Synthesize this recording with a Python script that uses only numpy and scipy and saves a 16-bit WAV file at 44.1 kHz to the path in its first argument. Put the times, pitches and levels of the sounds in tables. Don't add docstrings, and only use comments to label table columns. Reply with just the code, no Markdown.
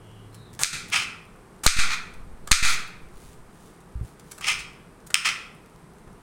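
import sys
import numpy as np
from scipy import signal
from scipy.fft import rfft, irfft, next_fast_len
from scipy.io import wavfile
from scipy.ndimage import uniform_filter1d, minimum_filter1d

SR = 44100
rng = np.random.default_rng(int(sys.argv[2]) if len(sys.argv) > 2 else 0)


def to_wav(s):
    ch = np.atleast_2d(s).T
    pcm = np.round(np.clip(ch, -1, 1) * 32767)
    wavfile.write(sys.argv[1], SR, pcm.astype(np.int16))


N = 274280
TIME = np.arange(N) / SR

# (time [s], level over 5 ms [dB], contact [ms], rattle re click [dB],
# brightness [dB/oct], place [0 heel, 1 tip], room send [dB], air push [dB])
KNOCKS = [(0.6345, -4.5, 0.86, -15, 4.5, 0, -6.5, -30), (1.6654, 7.5, 1.8, -1.5, 3, 0, -5.5, 7),
          (2.5165, 9.5, 2.4, -1, 2.5, 0.005, -5.5, 7), (5.1432, -5.5, 1.01, -26, 1.5, 0.96, -7.5, -57.5)]


def knocks(click_tilt_db_oct=1.5, click_cut_hz=1200):
    direct, room_feed, t = np.zeros(N), np.zeros(N), TIME[:SR // 10]
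    impulse = 1.0 * (t == 0)
    for start, db, contact_ms, rattle_db, brightness, place, room_db, _ in KNOCKS:
        gain = from_db(db) * np.sqrt(0.005 * SR)
        click = board(impulse, brightness + click_tilt_db_oct, place)
        click = unit_energy(butter(click, click_cut_hz, "high"))
        chatter = rng.standard_normal(len(t)) * np.exp(-1000 * t / contact_ms)
        rattle = unit_energy(board(chatter, brightness, place))
        add(direct, start, gain * unit_energy(click + from_db(rattle_db) * rattle))
        radiated = unit_energy(board(impulse, brightness, place))
        add(room_feed, start, gain * from_db(room_db) * radiated)
    return direct, room_feed


# (frequency [Hz], bandwidth [Hz], level at heel [dB], level at tip [dB])
MODES = [(815, 550, -30.5, -19), (1360, 222, 0.5, -0.5), (1990, 325, 0, 0), (2410, 304, 4.5, 8.5),
         (2634, 405, -9.5, 8), (3163, 380, -15, 3.5), (4270, 1130, -3.5, -10), (5260, 240, -3, 0.5),
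         (6180, 1000, -6.5, -11), (8710, 1000, -7, -7), (10100, 2600, -19, -29), (13400, 5900, -38.5, -29)]


def board(force, brightness, place):
    out = 0
    for k, (hz, width_hz, heel_db, tip_db) in enumerate(MODES):
        radius = np.exp(-np.pi * width_hz / SR)
        poles = [1, -2 * radius * np.cos(2 * np.pi * hz / SR), radius ** 2]
        mode = (1 - radius ** 2) / 2 * signal.lfilter([1, 0, -1], poles, force + 1e-18)
        db = heel_db + place * (tip_db - heel_db) + brightness * np.log2(hz / 2800)
        out = out + (-1) ** k * from_db(db) * mode
    return out


def air_pushes(rise_s=0.00033, recover_s=0.048):
    out, t = np.zeros(N), TIME[:SR]
    swing = (1 - np.exp(-t / rise_s)) * (t / recover_s - 1) * np.exp(-t / recover_s)
    for start, *_, push_db in KNOCKS:
        add(out, start, from_db(push_db) * swing)
    return out


# (time [s], length [s], level [dB], brightness [dB/oct])
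CRUNCHES = [(0.5912, .0067, -28, -1), (0.603, .055, -30, 0.6), (1.635, .02, -28.5, 0.5),
            (2.471, .0063, -34, -1.5), (4.312, .008, -37, 1.5), (4.379, 0.006, -40.5, 0.5),
            (4.408, 0.0069, -36.5, -1.5), (5.064, 0.011, -42.5, 4), (5.102, .0065, -36.5, -2),
            (6.070, .0088, -45.5, -5.5)]
# (frequency [Hz], relative density [dB])
FLESH_SPECTRUM = [(100, -5.5), (400, -11), (800, -3), (1400, 3), (2500, -7), (5000, -7.5), (8500, -0.5),
                  (12000, -11.5), (16000, -16)]


def crunches(fade_s=0.003, snap_contacts=1.7, snap_db=-21.5, snap_db_oct=-1.4):
    out, t = np.zeros(N), TIME[:SR // 10]
    runs = list(CRUNCHES)
    for knock_s, db, contact_ms, *_ in KNOCKS:
        lead_s = snap_contacts * contact_ms / 1000
        runs.append((knock_s - lead_s, lead_s, db + snap_db, snap_db_oct))
    for start, length_s, db, brightness in runs:
        spectrum = [(hz, level + brightness * np.log2(hz)) for hz, level in FLESH_SPECTRUM]
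        bursts = coloured(grains(per_s=2500, spread_db=3, size=len(t)), spectrum)
        grow_s = 0.001 * 2 ** ((-29 - db) / 7.5)
        envelope = (1 - np.exp(-t / grow_s)) * np.exp(-np.maximum(t - length_s, 0) / fade_s)
        add(out, start, from_db(db) * bursts * envelope)
    return out


# (time [s], rise [s], hold [s], level [dB], brightness [dB/oct], place [0 heel, 1 tip])
SCRAPES = [(0.915, .012, .105, -22, -0.5, 0.87), (1.871, 0.049, .022, -24, -3, .2),
           (2.626, 0.0051, .115, -26.5, 3, .1), (4.412, 0.073, .036, -22, 0.5, 0.94),
           (4.573, 0.02, .012, -39, 2, .6), (5.240, 0.0091, 0.041, -20, -0.5, 0.9)]
# (frequency [Hz], relative density [dB])
WET_SPECTRUM = [(500, -8.5), (2500, -0.5), (5500, -0.5), (10000, 2), (12500, -8), (16000, -5)]


def scrapes(rise_db=21.5, sag_db_per_s=65.5, lift_db_per_s=449, judder_db=2.5, fibre_db=-18):
    out, t = np.zeros(N), TIME[:SR // 3]
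    for start, rise_s, hold_s, db, peak_brightness, place in SCRAPES:
        pressure_db = (rise_db * np.minimum(t / rise_s - 1, 0)
                       - sag_db_per_s * np.maximum(t - rise_s, 0)
                       - lift_db_per_s * np.maximum(t - rise_s - hold_s, 0))
        brightness = peak_brightness + 0.15 * np.maximum(pressure_db, -rise_db)
        slips = grains(per_s=4000, spread_db=0.5, size=len(t))
        slips *= from_db(judder_db * drift(per_s=250, size=len(t)))
        ring = unit_rms(board(slips, brightness, place))
        fibres = from_db(fibre_db) * unit_rms(butter(slips, [700, 1600], "band"))
        hiss = from_db(-13 + 2.5 * brightness) * coloured(slips, WET_SPECTRUM)
        add(out, start, (ring + fibres + hiss) * from_db(db + pressure_db))
    return out


# (time [s], relative level [dB])
PARTINGS = [(0.344, -30), (0.5307, -27), (0.5474, -30), (0.8819, -27), (0.898, -28), (2.136, -35),
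            (2.875, -31), (3.3286, -46), (3.8022, -38), (4.1939, -34.5)]
# (centre [s], length [s], level [dB])
GATHERS = [(3.242, 0.19, -56.5), (3.646, 0.24, -61), (4.074, .09, -58), (4.322, 0.16, -59.5)]


def pieces(tick_db=-9, rise_s=0.0025, decay_s=0.0049):
    t = TIME[:SR // 10]
    envelope = sum(swell(*row) for row in GATHERS)
    tick = (1 - np.exp(-t / rise_s)) * np.exp(-t / decay_s)
    for start, db in PARTINGS:
        add(envelope, start, from_db(db + tick_db) * tick)
    return envelope * coloured(grains(per_s=2800, spread_db=4.5), WET_SPECTRUM)


def juice_ticks(per_s=13, level_db=-46, range_db=12, decay_s=0.0004):
    snaps = (rng.random(N) < per_s / SR) * from_db(-range_db * rng.random(N))
    envelope = signal.lfilter([1], [1, -np.exp(-1 / (decay_s * SR))], snaps + 1e-18)
    return from_db(level_db) * envelope * coloured(rng.standard_normal(N), WET_SPECTRUM)


def squeak(centre_s=0.425, length_s=0.21, level_db=-58, centre_hz=3900, fall_hz_per_s=2300, rasp_hz=170):
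    hz = centre_hz - fall_hz_per_s * (TIME - centre_s) + rasp_hz * drift(per_s=570)
    gate = np.abs(TIME - centre_s) < length_s / 2
    return swell(centre_s, length_s, level_db) * sine(hz) * gate


# (frequency [Hz], relative level [dB])
PRESSED_PARTIALS = [(2740, -8), (2870, -2.5), (3070, -2), (3190, -17), (3310, -4)]
# (frequency [Hz], relative level [dB])
LIFTED_PARTIALS = [(3600, 0.5), (4050, 4.5), (4450, 3.5), (5400, 2.5)]


def blade_ring(partials, shimmer_hz):
    return sum(from_db(db) * sine(hz + shimmer_hz * drift(per_s=220)) for hz, db in partials)


# (time [s], level [dB], pitch [Hz])
BUMPS = [(3.954, -22.5, 63.6), (4.011, -20, 85)]


def hand_bumps(cycles=0.58, rebound_s=0.0173, loss_db=5):
    out, t = np.zeros(N), TIME[:SR // 5]
    for start, db, hz in BUMPS:
        age = 2 * hz * t / cycles
        swing = np.sin(2 * np.pi * hz * t) * age * np.exp(1 - age)
        for k in range(3):
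            add(out, start + k * rebound_s, from_db(db - k * loss_db) * swing)
    return out


# (centre [s], length [s], level [dB])
LEANS = [(2.25, 0.68, -39.5), (3.2, 0.64, -44), (4.6, 0.16, -41.5)]
# (frequency [Hz], relative density [dB])
RUMBLE_SPECTRUM = [(12, 8.5), (25, -2.5), (60, -5), (130, -21), (230, -17), (330, -38), (1000, -68.5)]


def board_rumble():
    return sum(swell(*row) for row in LEANS) * coloured(rng.standard_normal(N), RUMBLE_SPECTRUM)


# (frequency [Hz], T60 [s])
ROOM_T60 = [(200, 2), (1400, 0.5946), (2500, 0.5949), (5000, 0.4566), (9000, 0.3826), (15000, 0.4449)]
# (frequency [Hz], relative level [dB])
ROOM_COLOUR = [(200, -1), (750, -9.5), (1400, 4.5), (2500, -0.5), (5000, 1.5), (9000, 0.5), (12000, 3),
               (15000, -2.5)]


def kitchen(x, build_s=0.0012, echo_s=0.0112, echo_db=-7, echo_cut_hz=5000):
    t = TIME[:SR]
    white, tail = rng.standard_normal((2, SR)), 0
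    edges_hz = np.geomspace(100, 18000, 14)
    for k, (low, high) in enumerate(zip(edges_hz, edges_hz[1:])):
        hz = np.sqrt(low * high)
        band = butter(white[k % 2], [low, high], "band")
        fade = np.exp(-np.log(1000) * t / at_hz(ROOM_T60, hz))
        tail = tail + band * from_db(at_hz(ROOM_COLOUR, hz)) * fade
    tail = unit_energy(tail * (1 - np.exp(-t / build_s)))
    echo = unit_energy(butter(np.arange(SR) == int(echo_s * SR), echo_cut_hz, "low"))
    return signal.fftconvolve(x, tail + from_db(echo_db) * echo)[:N]


# (frequency [Hz], relative density [dB])
ROOM_TONE = [(12, -35), (20, -1), (50, -7), (77, -12), (168, -3), (277, -13), (399, -9), (513, -13.5),
             (558, -20), (607, -16.5), (1190, -17.5), (3250, -34), (6910, -38.5), (8650, -32),
             (16000, -49.5)]


def background(tone_db=-49.5, hum_hz=106.6, drone_band_hz=(73, 207)):
    hum = unit_rms(sine(hum_hz + 3 * drift(per_s=32)))
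    tone = from_db(tone_db) * coloured(rng.standard_normal(N), ROOM_TONE)
    drone = unit_rms(butter(rng.standard_normal(N), drone_band_hz, "band"))
    hum *= swell(centre_s=0.23, length_s=0.68, db=-47.5)
    drone *= swell(centre_s=0.78, length_s=1, db=-48.5)
    return hum + tone + drone


def from_db(db):
    return 10 ** (np.asarray(db) / 20)


def unit_rms(x):
    return x / np.sqrt(np.mean(x ** 2) + 1e-20)


def unit_energy(x):
    return x / np.sqrt(np.sum(x ** 2) + 1e-20)


def at_hz(points, hz):
    known_hz, values = np.transpose(points)
    return np.interp(np.log(np.maximum(hz, 1)), np.log(known_hz), values)


def add(out, start_s, sound):
    at = max(int(round(start_s * SR)), 0)
    out[at:at + len(sound)] += sound[:N - at]


def coloured(x, spectrum):
    size = next_fast_len(len(x))
    gain = from_db(at_hz(spectrum, np.fft.rfftfreq(size, 1 / SR)))
    return unit_rms(irfft(rfft(x, size) * gain, size)[:len(x)])


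def butter(x, hz, kind):
    return signal.sosfilt(signal.butter(2, hz, kind, fs=SR, output="sos"), x + 1e-18)


def sine(hz):
    return np.sin(2 * np.pi * np.cumsum(hz) / SR)


def drift(per_s, size=N):
    knots = rng.standard_normal(4096)
    return unit_rms(np.interp(np.arange(size) / SR * per_s, np.arange(len(knots)), knots))


def grains(per_s, spread_db, size=N):
    strength = from_db(spread_db * np.minimum(rng.exponential(1, size), 4))
    clicks = rng.random(size) < per_s / SR
    return unit_rms(clicks * strength * rng.choice([-1, 1], size))


def swell(centre_s, length_s, db, edge_db=8):
    return from_db(db - edge_db * np.minimum((2 * (TIME - centre_s) / length_s) ** 2, 20))


def limiter(x, block=973, offset=943, ramp=81):
    padded = np.pad(x, (offset, -(N + offset) % block))
    needed = 1 / np.maximum(np.abs(padded), 1).reshape(-1, block)
    held = np.min([np.roll(needed.min(axis=1), k) for k in range(1, 5)], axis=0)
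    gain = np.minimum(np.minimum.accumulate(needed, axis=1), held[:, None])
    gain = gain.ravel()[offset:offset + N]
    return x * uniform_filter1d(minimum_filter1d(gain, ramp), ramp)


def scene(scrape_room_db=-7.5, cutting_room_db=-8):
    hits, hit_feed = knocks()
    drags = scrapes()
    cutting = crunches() + pieces() + juice_ticks() + squeak()
    cutting += blade_ring(PRESSED_PARTIALS, shimmer_hz=30) * swell(centre_s=0.14, length_s=0.27, db=-62)
    cutting += blade_ring(LIFTED_PARTIALS, shimmer_hz=25) * swell(centre_s=2.6, length_s=0.19, db=-63)
    room = kitchen(hit_feed + from_db(scrape_room_db) * drags + from_db(cutting_room_db) * cutting)
    lows = air_pushes() + hand_bumps() + board_rumble()
    return (hits + drags + cutting + room + lows + background())[None]


def record(dry, overload_db=17, cutoff_hz=16000):
    ceiling = from_db(overload_db)
    limited = limiter(ceiling * np.tanh(dry[0] / ceiling))
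    lowpass = signal.ellip(12, 0.1, 80, cutoff_hz, fs=SR, output="sos")
    return signal.sosfilt(lowpass, limited)[None]


dry = scene()
out = record(dry)
to_wav(out)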